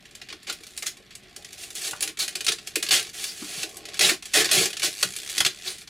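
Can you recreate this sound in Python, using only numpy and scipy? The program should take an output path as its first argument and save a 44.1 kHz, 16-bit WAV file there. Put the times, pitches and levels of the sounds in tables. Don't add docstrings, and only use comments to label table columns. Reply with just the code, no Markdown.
import sys
import numpy as np
from scipy import signal
from scipy.fft import rfft, irfft, next_fast_len
from scipy.io import wavfile
from scipy.ndimage import uniform_filter1d

SR = 44100
rng = np.random.default_rng(int(sys.argv[2]) if len(sys.argv) > 2 else 0)


def to_wav(s):
    ch = np.atleast_2d(s).T
    pcm = np.round(np.clip(ch, -1, 1) * 32767)
    wavfile.write(sys.argv[1], SR, pcm.astype(np.int16))


N = 259746
TIME = np.arange(N) / SR
PROGRESS = np.linspace(0, 1, 24)
SHIVER_DB, SHIVER_T60 = -16, 0.08

# time_s, level_db, treble_db, shell_db
CRINKLE_SPELLS = [
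    [(0.0, -54.5, -60, -62), (0.49, -50.5, -65, -62.5), (0.71, -51.5, -47.5, -63.5), (1.16, -56, -69, -63),
     (1.41, -51, -57, -57.5), (1.54, -47, -46.5, -60), (1.88, -48.5, -43, -55.5), (2.1, -43, -58, -49.5)],
    [(2.2, -39, -48, -63), (2.394, -44, -51, -52.5), (2.502, -56, -63, -66), (2.596, -51, -51, -61),
     (2.766, -46, -54, -59), (2.894, -37, -41, -50), (3.1, -40.5, -40.5, -57)],
    [(3.64, -45, -50, -46), (3.752, -49, -44.5, -50.5), (3.874, -45.5, -65, -50), (3.99, -34.5, -34, -53)],
]
# pitch_hz, level_db, t60_s
SHELL_MODES = [(39.7, -34, 0.069), (84, -31, 0.13), (121, -14, 0.21), (148, -9.5, 0.11),
               (187.4, -10.5, 0.26), (250, -13.5, 0.085), (303, -8.5, 0.18), (330, -4.5, 0.12),
               (370.4, 0, 0.1), (431, -1, 0.087), (460, -4.5, 0.1), (544, -5.5, 0.052), (602, -0.5, 0.053),
               (713.5, 2, 0.046), (815.3, -6.5, .07), (1085, -6, 0.06), (1190, -15.5, 0.15)]


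def snaps():
    # start_s, level_db, bright_db
    releases = [(0.0538, -30.5, -24), (0.1511, -28.5, -12), (0.215, -21, -28), (0.287, -22.5, -28),
                (0.301, -20, -33), (0.3261, -21, -25), (0.4298, -33, -13), (0.4977, -13, -20),
                (0.5253, -21, -11), (0.635, -28.5, -17), (0.776, -19, -8.5), (0.824, -15, -14.5),
                (0.8662, -14, -11), (1.1065, -29.5, -27), (1.1525, -29, -9), (1.3627, -24, -12.5),
                (1.446, -25, -16.5), (1.6348, -25, -15), (1.752, -26, -2.5), (1.9103, -20, -7),
                (2.0068, -19, -5), (2.0251, -15, -8.5), (2.0758, -14.5, -15.5), (2.1718, -20, -22),
                (2.2793, -15.5, -13.5), (2.3538, -12.5, -15), (2.4069, -14.5, -17), (2.4458, -20, -11),
                (2.466, -7.5, -16.5), (2.4862, -7, -21), (2.5193, -7.5, -19), (2.585, -22, -26),
                (2.6726, -18.5, -13.5), (2.7566, -9.5, -10), (2.8262, -8, -15), (2.8644, -15.5, -20),
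                (2.8876, -11.5, -16), (2.9086, -0.5, -22), (2.9959, -11.5, -16), (3.241, -16, -10),
                (3.6314, -12, -17), (3.7687, -28.5, -5.5), (3.8536, -22.5, -17.5), (3.8868, -22.5, -22),
                (3.9925, -4, -16.5), (4.0091, -2.5, -20), (4.0917, -8, -14.5), (4.2242, -21.5, -19),
                (4.2552, -20, -15), (4.4444, -7, -20), (4.4551, -7.5, -21.5), (4.49, -11.5, -34),
                (4.5135, -3, -15.5), (4.6561, -9.5, -13.5), (4.7027, -19, -17), (4.7306, -16, -19.5),
                (4.7684, -14.5, -20), (4.796, -15, -16), (4.82, -10.5, -21), (5.0277, -2.5, -15),
                (5.1631, -16.5, -10.5), (5.2968, -18.5, -10.5), (5.38, -6.5, -14.5), (5.4041, -3, -16),
                (5.4488, -2.5, -22), (5.4628, -3, -20), (5.672, -29, -11), (5.782, -27, -13),
                (5.874, -26, -22.5)]
    return transients(releases, gain_db=-9.5, bright_db=13.5, boom_db=-17, rise_t60=0.0088)


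def rips(gain_db, bright_db, boom_db):
    # start_s, length_s, level_db, bright_db, boom_db
    runs = [(0.466, 0.057, -34, -10.5, -10), (0.858, 0.03, -31.5, 3.5, -27), (2.024, 0.024, -29, 4, -18),
            (2.186, 0.074, -32.5, 5.5, -12.5), (2.478, 0.017, -16, -5.5, -37),
            (2.909, 0.082, -19.5, -1, -18), (4.008, 0.13, -21.5, -1, -11), (4.334, 0.1, -20, 0.5, -9),
            (4.513, 0.16, -22.5, 1.5, -8.5), (4.825, 0.062, -24.5, 1, -12.5)]
    fade_db, shift_db = 12 * PROGRESS ** 4.1, 3 * PROGRESS
    strokes = [np.transpose([s + length * PROGRESS, db - fade_db, bright - shift_db, boom + shift_db])
               for s, length, db, bright, boom in runs]
    grain = slips(700, jitter=0.68, spread_db=0.5, t60=0.023, shiver_db=-20.5)
    return pull(strokes, grain, gain_db, bright_db, boom_db, attack_s=0.0063)


def rubs_and_peels(gain_db, bright_db, boom_db):
    # start_s, swell_s, ebb_s, level_db, bright_db, boom_db
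    hisses = [(1.105, 0.015, 0.028, -48.5, -16, -11), (1.225, 0.031, 0.029, -52.5, -26, -7),
              (1.575, 0.064, 0.03, -42.5, 1.5, -11), (1.753, 0.028, 0.035, -36.5, 1, -14),
              (1.81, 0.069, 0.02, -33, 2, -10), (3.128, 0.093, 0.15, -38, 1.5, -10.5),
              (3.371, 0.26, 0.015, -36.5, -0.5, -9.5), (5.645, 0.035, 0.07, -34.5, -4.5, -11)]
    swell_db, ebb_db = 8, 11
    strokes = [[(s, db - swell_db, bright, boom),
                (s + swell, db, bright, boom),
                (s + swell + ebb, db - ebb_db, bright, boom)]
               for s, swell, ebb, db, bright, boom in hisses]
    grain = slips(1500, jitter=0.45, spread_db=3.5, t60=0.0012, shiver_db=-21.5)
    return pull(strokes, grain, gain_db, bright_db, boom_db, attack_s=0.0051)


def creeps(gain_db, bright_db, boom_db):
    # start_s, length_s, level_db, bright_db, starting_slips_per_s
    taut_pulls = [(4.24, 0.1, -49, -4, 120), (4.46, 0.057, -34.5, -6, 150), (4.679, 0.14, -51, -10, 101),
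                  (4.887, 0.128, -43.5, 2, 90), (5.067, 0.32, -42.5, 1.5, 62),
                  (5.519, 0.135, -47.5, -2.5, 74), (5.736, 0.085, -52, -1, 109)]
    build_db, quicken_octaves = 8, 1.1
    tension = PROGRESS ** 4
    strokes, pace = [], []
    for s, length, db, bright, per_s in taut_pulls:
        times = s + length * PROGRESS
        strokes.append([(t, db + build_db * taut, bright, 0) for t, taut in zip(times, tension)])
        pace += zip(times, per_s * 2 ** (quicken_octaves * tension))
    slips_per_s = np.interp(TIME, *np.transpose(sorted(pace)))
    grain = slips(slips_per_s, jitter=0.04, spread_db=1, t60=0.013, shiver_db=-11)
    return pull(strokes, grain, gain_db, bright_db, boom_db, attack_s=0.0027)


def crinkle(gain_db, bright_db, boom_db):
    strokes = [[(s, db, treble - db, shell - db) for s, db, treble, shell in spell]
               for spell in CRINKLE_SPELLS]
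    grain = slips(300, jitter=0.97, spread_db=6, t60=0.018, shiver_db=-18.5)
    return pull(strokes, grain, gain_db, bright_db, boom_db, attack_s=0.0019)


def creases(per_s, spread_db):
    releases = []
    for spell in CRINKLE_SPELLS:
        s, db, treble, _ = np.transpose(spell)
        offset, strength = rng.random((40, 2)).T
        times = s[0] + (np.arange(len(offset)) + offset) / per_s
        level = np.interp(times, s, db) + spread_db * (2 * strength - 1)
        bright = np.interp(times, s, treble - db)
        releases += [row for row in zip(times, level, bright) if row[0] < s[-1]]
    return transients(releases, gain_db=6.5, bright_db=4, boom_db=-15.5, rise_t60=0.0068)


def transients(releases, gain_db, bright_db, boom_db, rise_t60, size=4096):
    usual_t60, usual_bright_db, halving_db = 0.028, -16.5, 44
    crack = amp(-3.5) * fade(0.0034, size)
    shiver = amp(SHIVER_DB) * fade(SHIVER_T60, size)
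    force = np.zeros((4, N))
    for s, db, bright in releases:
        t60 = usual_t60 * 2 ** ((usual_bright_db - bright) / halving_db)
        envelope = crack + (fade(t60, size) + shiver) * (1 - fade(rise_t60, size))
        flutter = unit(envelope * rng.standard_normal(size)) * np.linalg.norm(envelope)
        add(force, s, shares(db + gain_db, bright + bright_db, boom_db)[:, None] * flutter)
    return force


def slips(per_s, jitter, spread_db, t60, shiver_db):
    pace = per_s * np.ones(N) / SR
    count = int(pace.sum()) + 1
    offset, strength = rng.standard_normal((count, 2)).T
    onsets = np.searchsorted(np.cumsum(pace), np.arange(count) + jitter * offset)
    energy = np.bincount(onsets, amp(spread_db * np.clip(strength, -2, 2)) ** 2, N + 1)[:N]
    decay = fade(t60) + amp(shiver_db) * fade(SHIVER_T60)
    power = through(energy, decay ** 2).clip(0)
    mean = uniform_filter1d(power, int(6 / pace.mean()))
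    mean = uniform_filter1d(mean, int(3 / pace.mean()))
    return rng.standard_normal(N) * np.sqrt(power / (abs(mean) + 1e-9))


def pull(strokes, grain, gain_db, bright_db, boom_db, attack_s):
    force = np.zeros((4, N))
    for stroke in strokes:
        s, *columns = np.transpose(stroke)
        span = slice(max(int(s[0] * SR), 0), int((s[-1] + SHIVER_T60) * SR))
        t = TIME[span]
        db, bright, boom = (np.interp(t, s, column) for column in columns)
        envelope = gate(t, s[0], s[-1], attack_s, SHIVER_T60)
        force[:, span] += shares(db + gain_db, bright + bright_db, boom + boom_db) * envelope * grain[span]
    return force


def shares(db, bright_db, boom_db):
    return amp([db + boom_db, db, db + bright_db / 2, db + bright_db])


def radiate(force, film_db, tug_hz):
    # frequency_hz, density_db
    film_spectrum = [(100, -24), (500, -18.5), (950, -19.5), (1350, -11), (1700, -4), (2500, -1.5),
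                     (4200, 0), (5500, -2), (7200, -2), (8400, -4.5), (9900, -4), (12000, -12),
                     (15000, -17.5), (16500, -38)]
    size = 2 * next_fast_len(N // 2 + 2048, True)
    hz = np.fft.rfftfreq(size, 1 / SR)
    band = read([(2300, 0.11), (4600, 0.59), (10000, 2)], hz)
    spectrum = sum(rfft(drive, size) * np.clip(1 - abs(band - k), 0, 1)
                   for k, drive in enumerate(force[1:]))
    film = amp(film_db) * through(irfft(spectrum)[:N], colour(film_spectrum))
    tug = signal.lfilter(*signal.butter(1, tug_hz, "high", fs=SR), force[0])
    return film, through(tug, ring(SHELL_MODES))


def squeaks(width_hz):
    # start_s, length_s, pitch_hz, level_db
    strips = [(2.022, 0.0047, 9840, -24.5), (2.191, 0.031, 4100, -28), (2.756, 0.0064, 2420, -24.5),
              (3.175, 0.083, 3500, -46), (3.248, 0.068, 4800, -38.5), (4.028, 0.028, 3930, -21),
              (4.09, 0.0083, 1770, -22.5), (4.343, 0.08, 1910, -26.5), (5.672, 0.011, 4060, -30.5),
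              (5.674, 0.046, 9190, -42)]
    t = TIME[:8192]
    out = np.zeros(N)
    for s, length, hz, db in strips:
        pole = np.exp((-np.pi * width_hz + 2j * np.pi * hz) / SR)
        buzz = signal.lfilter([1], [1, -pole], rng.standard_normal(len(t))).real
        envelope = gate(t, 0, length, attack_s=0.0012, t60=0.05)
        add(out, s, amp(db) * envelope * buzz / buzz.std())
    return out


def bumps(gain_db, falloff_db, rise_t60, damping_t60):
    # start_s, level_db, panel_hz
    pushes = [(0.33, -41, 370), (0.6, -45, 400), (0.997, -47, 533), (1.387, -43.5, 660), (2.488, -37, 440),
              (2.76, -24.5, 400), (3.417, -29, 258), (3.57, -41, 156), (3.634, -34.5, 376),
              (4.038, -24, 700), (4.11, -24.5, 333), (4.364, -24.5, 430), (4.568, -29.5, 146),
              (4.605, -25, 402), (5.044, -34.5, 158), (5.405, -43, 60), (5.45, -37, 134.8)]
    hz, _, t60 = np.transpose(SHELL_MODES)
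    out = np.zeros(N)
    for s, db, panel_hz in pushes:
        mode_db = -falloff_db * np.log2(hz / panel_hz) ** 2
        thud = ring(zip(hz, mode_db, t60)) * (1 - fade(rise_t60)) * fade(damping_t60)
        add(out, s, amp(db + gain_db) * thud / abs(thud).max())
    return out


def nail(gain_db, scrape_t60, damping_t60, size=2048):
    # start_s, level_db
    picks = [(0.326, -41), (0.497, -33.5), (0.829, -40.5), (1.932, -30), (3.423, -42), (5.028, -27.5),
             (5.405, -24)]
    # pitch_hz, level_db, t60_s
    hood_modes = [(815, -10.5, 0.055), (1140, -1, 0.089), (1260, 0, 0.08), (1375, 2.5, 0.11),
                  (1450, 2.5, 0.033), (1664, -10.5, 0.058), (1855, -3.5, .03), (2670, -8, 0.033)]
    hood = ring(hood_modes) * fade(damping_t60)
    out = np.zeros(N)
    for s, db in picks:
        scrape = fade(scrape_t60, size) * rng.standard_normal(size)
        click = signal.fftconvolve(hood, scrape)
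        add(out, s, amp(db + gain_db) * click / abs(click).max())
    return out


def workshop(x, near_db, far_db, side_db, near_t60, far_t60, paths=4):
    # frequency_hz, level_db
    width_spectrum = [(100, 7.5), (700, 7), (1400, -1), (2800, 0.5), (5500, -9), (9000, 2.5), (12000, -77),
                      (16000, -6)]
    mid, side = np.zeros((2, N))
    position = TIME * 23
    for k in range(paths):
        distance = abs((position - k + paths / 2) % paths - paths / 2)
        part = x * np.cos(np.pi / 2 * np.minimum(distance, 1))
        mid_response = amp(near_db) * echoes(near_t60, 0.0009) + amp(far_db) * echoes(far_t60, 0.0087)
        mid_response[0] += 1
        side_response = echoes(near_t60, 0.0002) + amp(far_db - near_db) * echoes(far_t60, 0.0066)
        mid += through(part, unit(mid_response))
        side += through(part, unit(side_response))
    side = amp(side_db) * through(side, colour(width_spectrum))
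    return np.array([mid + side, mid - side])


def echoes(t60, delay_s, per_s=4000, size=8192):
    taps = rng.choice([-1., 1.], size) * (rng.random(size) < per_s / SR)
    return unit(taps * fade(t60) * (np.arange(size) > delay_s * SR))


def air(level_db):
    # frequency_hz, density_db
    hush_spectrum = [(15, -32), (25, 8), (242, 7.5), (363, -6), (489, -34), (734, -13), (911, -12),
                     (1940, 0), (4250, -8.5), (5140, -32), (13200, -19), (14800, -29), (16000, -57)]
    # frequency_hz, correlation
    likeness = [(30, 0.7), (120, 0.95), (500, 0.7), (4000, 1), (14000, 0.9)]
    hz = np.fft.rfftfreq(N, 1 / SR)
    left, independent = rfft(rng.standard_normal((2, N))) * amp(read(hush_spectrum, hz))
    correlation = np.clip(read(likeness, hz), 0, 1)
    right = correlation * left + np.sqrt(1 - correlation ** 2) * independent
    hush = irfft(np.array([left, right]), N)
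    return amp(level_db) * hush / hush.std()


def ring(modes, size=8192):
    t = np.arange(size) / SR
    return unit(sum((-1) ** k * amp(db) * fade(t60, size) * np.sin(2 * np.pi * hz * t)
                    for k, (hz, db, t60) in enumerate(modes)))


def colour(points, size=2048):
    hz = abs(np.fft.fftfreq(size, 1 / SR))
    log_gain = np.log(amp(read(points, hz)))
    spectrum = np.exp(np.conj(signal.hilbert(log_gain)))
    return unit(np.fft.ifft(spectrum).real)


def gate(t, start_s, end_s, attack_s, t60):
    rise = np.minimum((t - start_s) / attack_s, 1)
    return rise * np.exp(-np.log(1000) * np.maximum(t - end_s, 0) / t60)


def fade(t60, size=8192):
    return np.exp(-np.log(1000) * np.arange(size) / SR / max(t60, 1e-4))


def through(x, response):
    return signal.oaconvolve(x, response)[:N]


def add(mix, start_s, sound):
    part = mix[..., max(round(start_s * SR), 0):][..., :sound.shape[-1]]
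    part += sound[..., :part.shape[-1]]


def read(points, hz):
    point_hz, value = np.transpose(points)
    return np.interp(np.log(hz + 1), np.log(point_hz + 1), value)


def unit(x):
    return x / np.sqrt(np.sum(x ** 2) + 1e-20)


def amp(db):
    return 10 ** (np.asarray(db) / 20)


def scene():
    force = snaps()
    force += rips(gain_db=-1, bright_db=-1, boom_db=-2)
    force += rubs_and_peels(gain_db=-0.5, bright_db=0.5, boom_db=-2)
    force += creeps(gain_db=-1, bright_db=-1.5, boom_db=-14.5)
    force += crinkle(gain_db=-4, bright_db=-3.5, boom_db=3.5)
    force += creases(per_s=8, spread_db=5)
    film, shell = radiate(force, film_db=3.5, tug_hz=197)
    film += squeaks(width_hz=480)
    clicks = nail(gain_db=5.5, scrape_t60=0.03, damping_t60=0.014)
    shell += bumps(gain_db=-1.5, falloff_db=36, rise_t60=0.032, damping_t60=0.82)
    sound = workshop(film + clicks, near_db=-2, far_db=-5, side_db=-17, near_t60=0.042, far_t60=0.16)
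    sound += workshop(shell, near_db=-6, far_db=-7.5, side_db=-22, near_t60=0.028, far_t60=0.17)
    balance = amp([[-0.17], [0.17]])
    return sound * balance + air(level_db=-57)


def record(dry):
    cutoff_hz = 16100
    lowpass = signal.firwin(255, cutoff_hz, window=("kaiser", 9), fs=SR)
    return signal.oaconvolve(dry, lowpass[None], "same")


dry = scene()
out = record(dry)
to_wav(out)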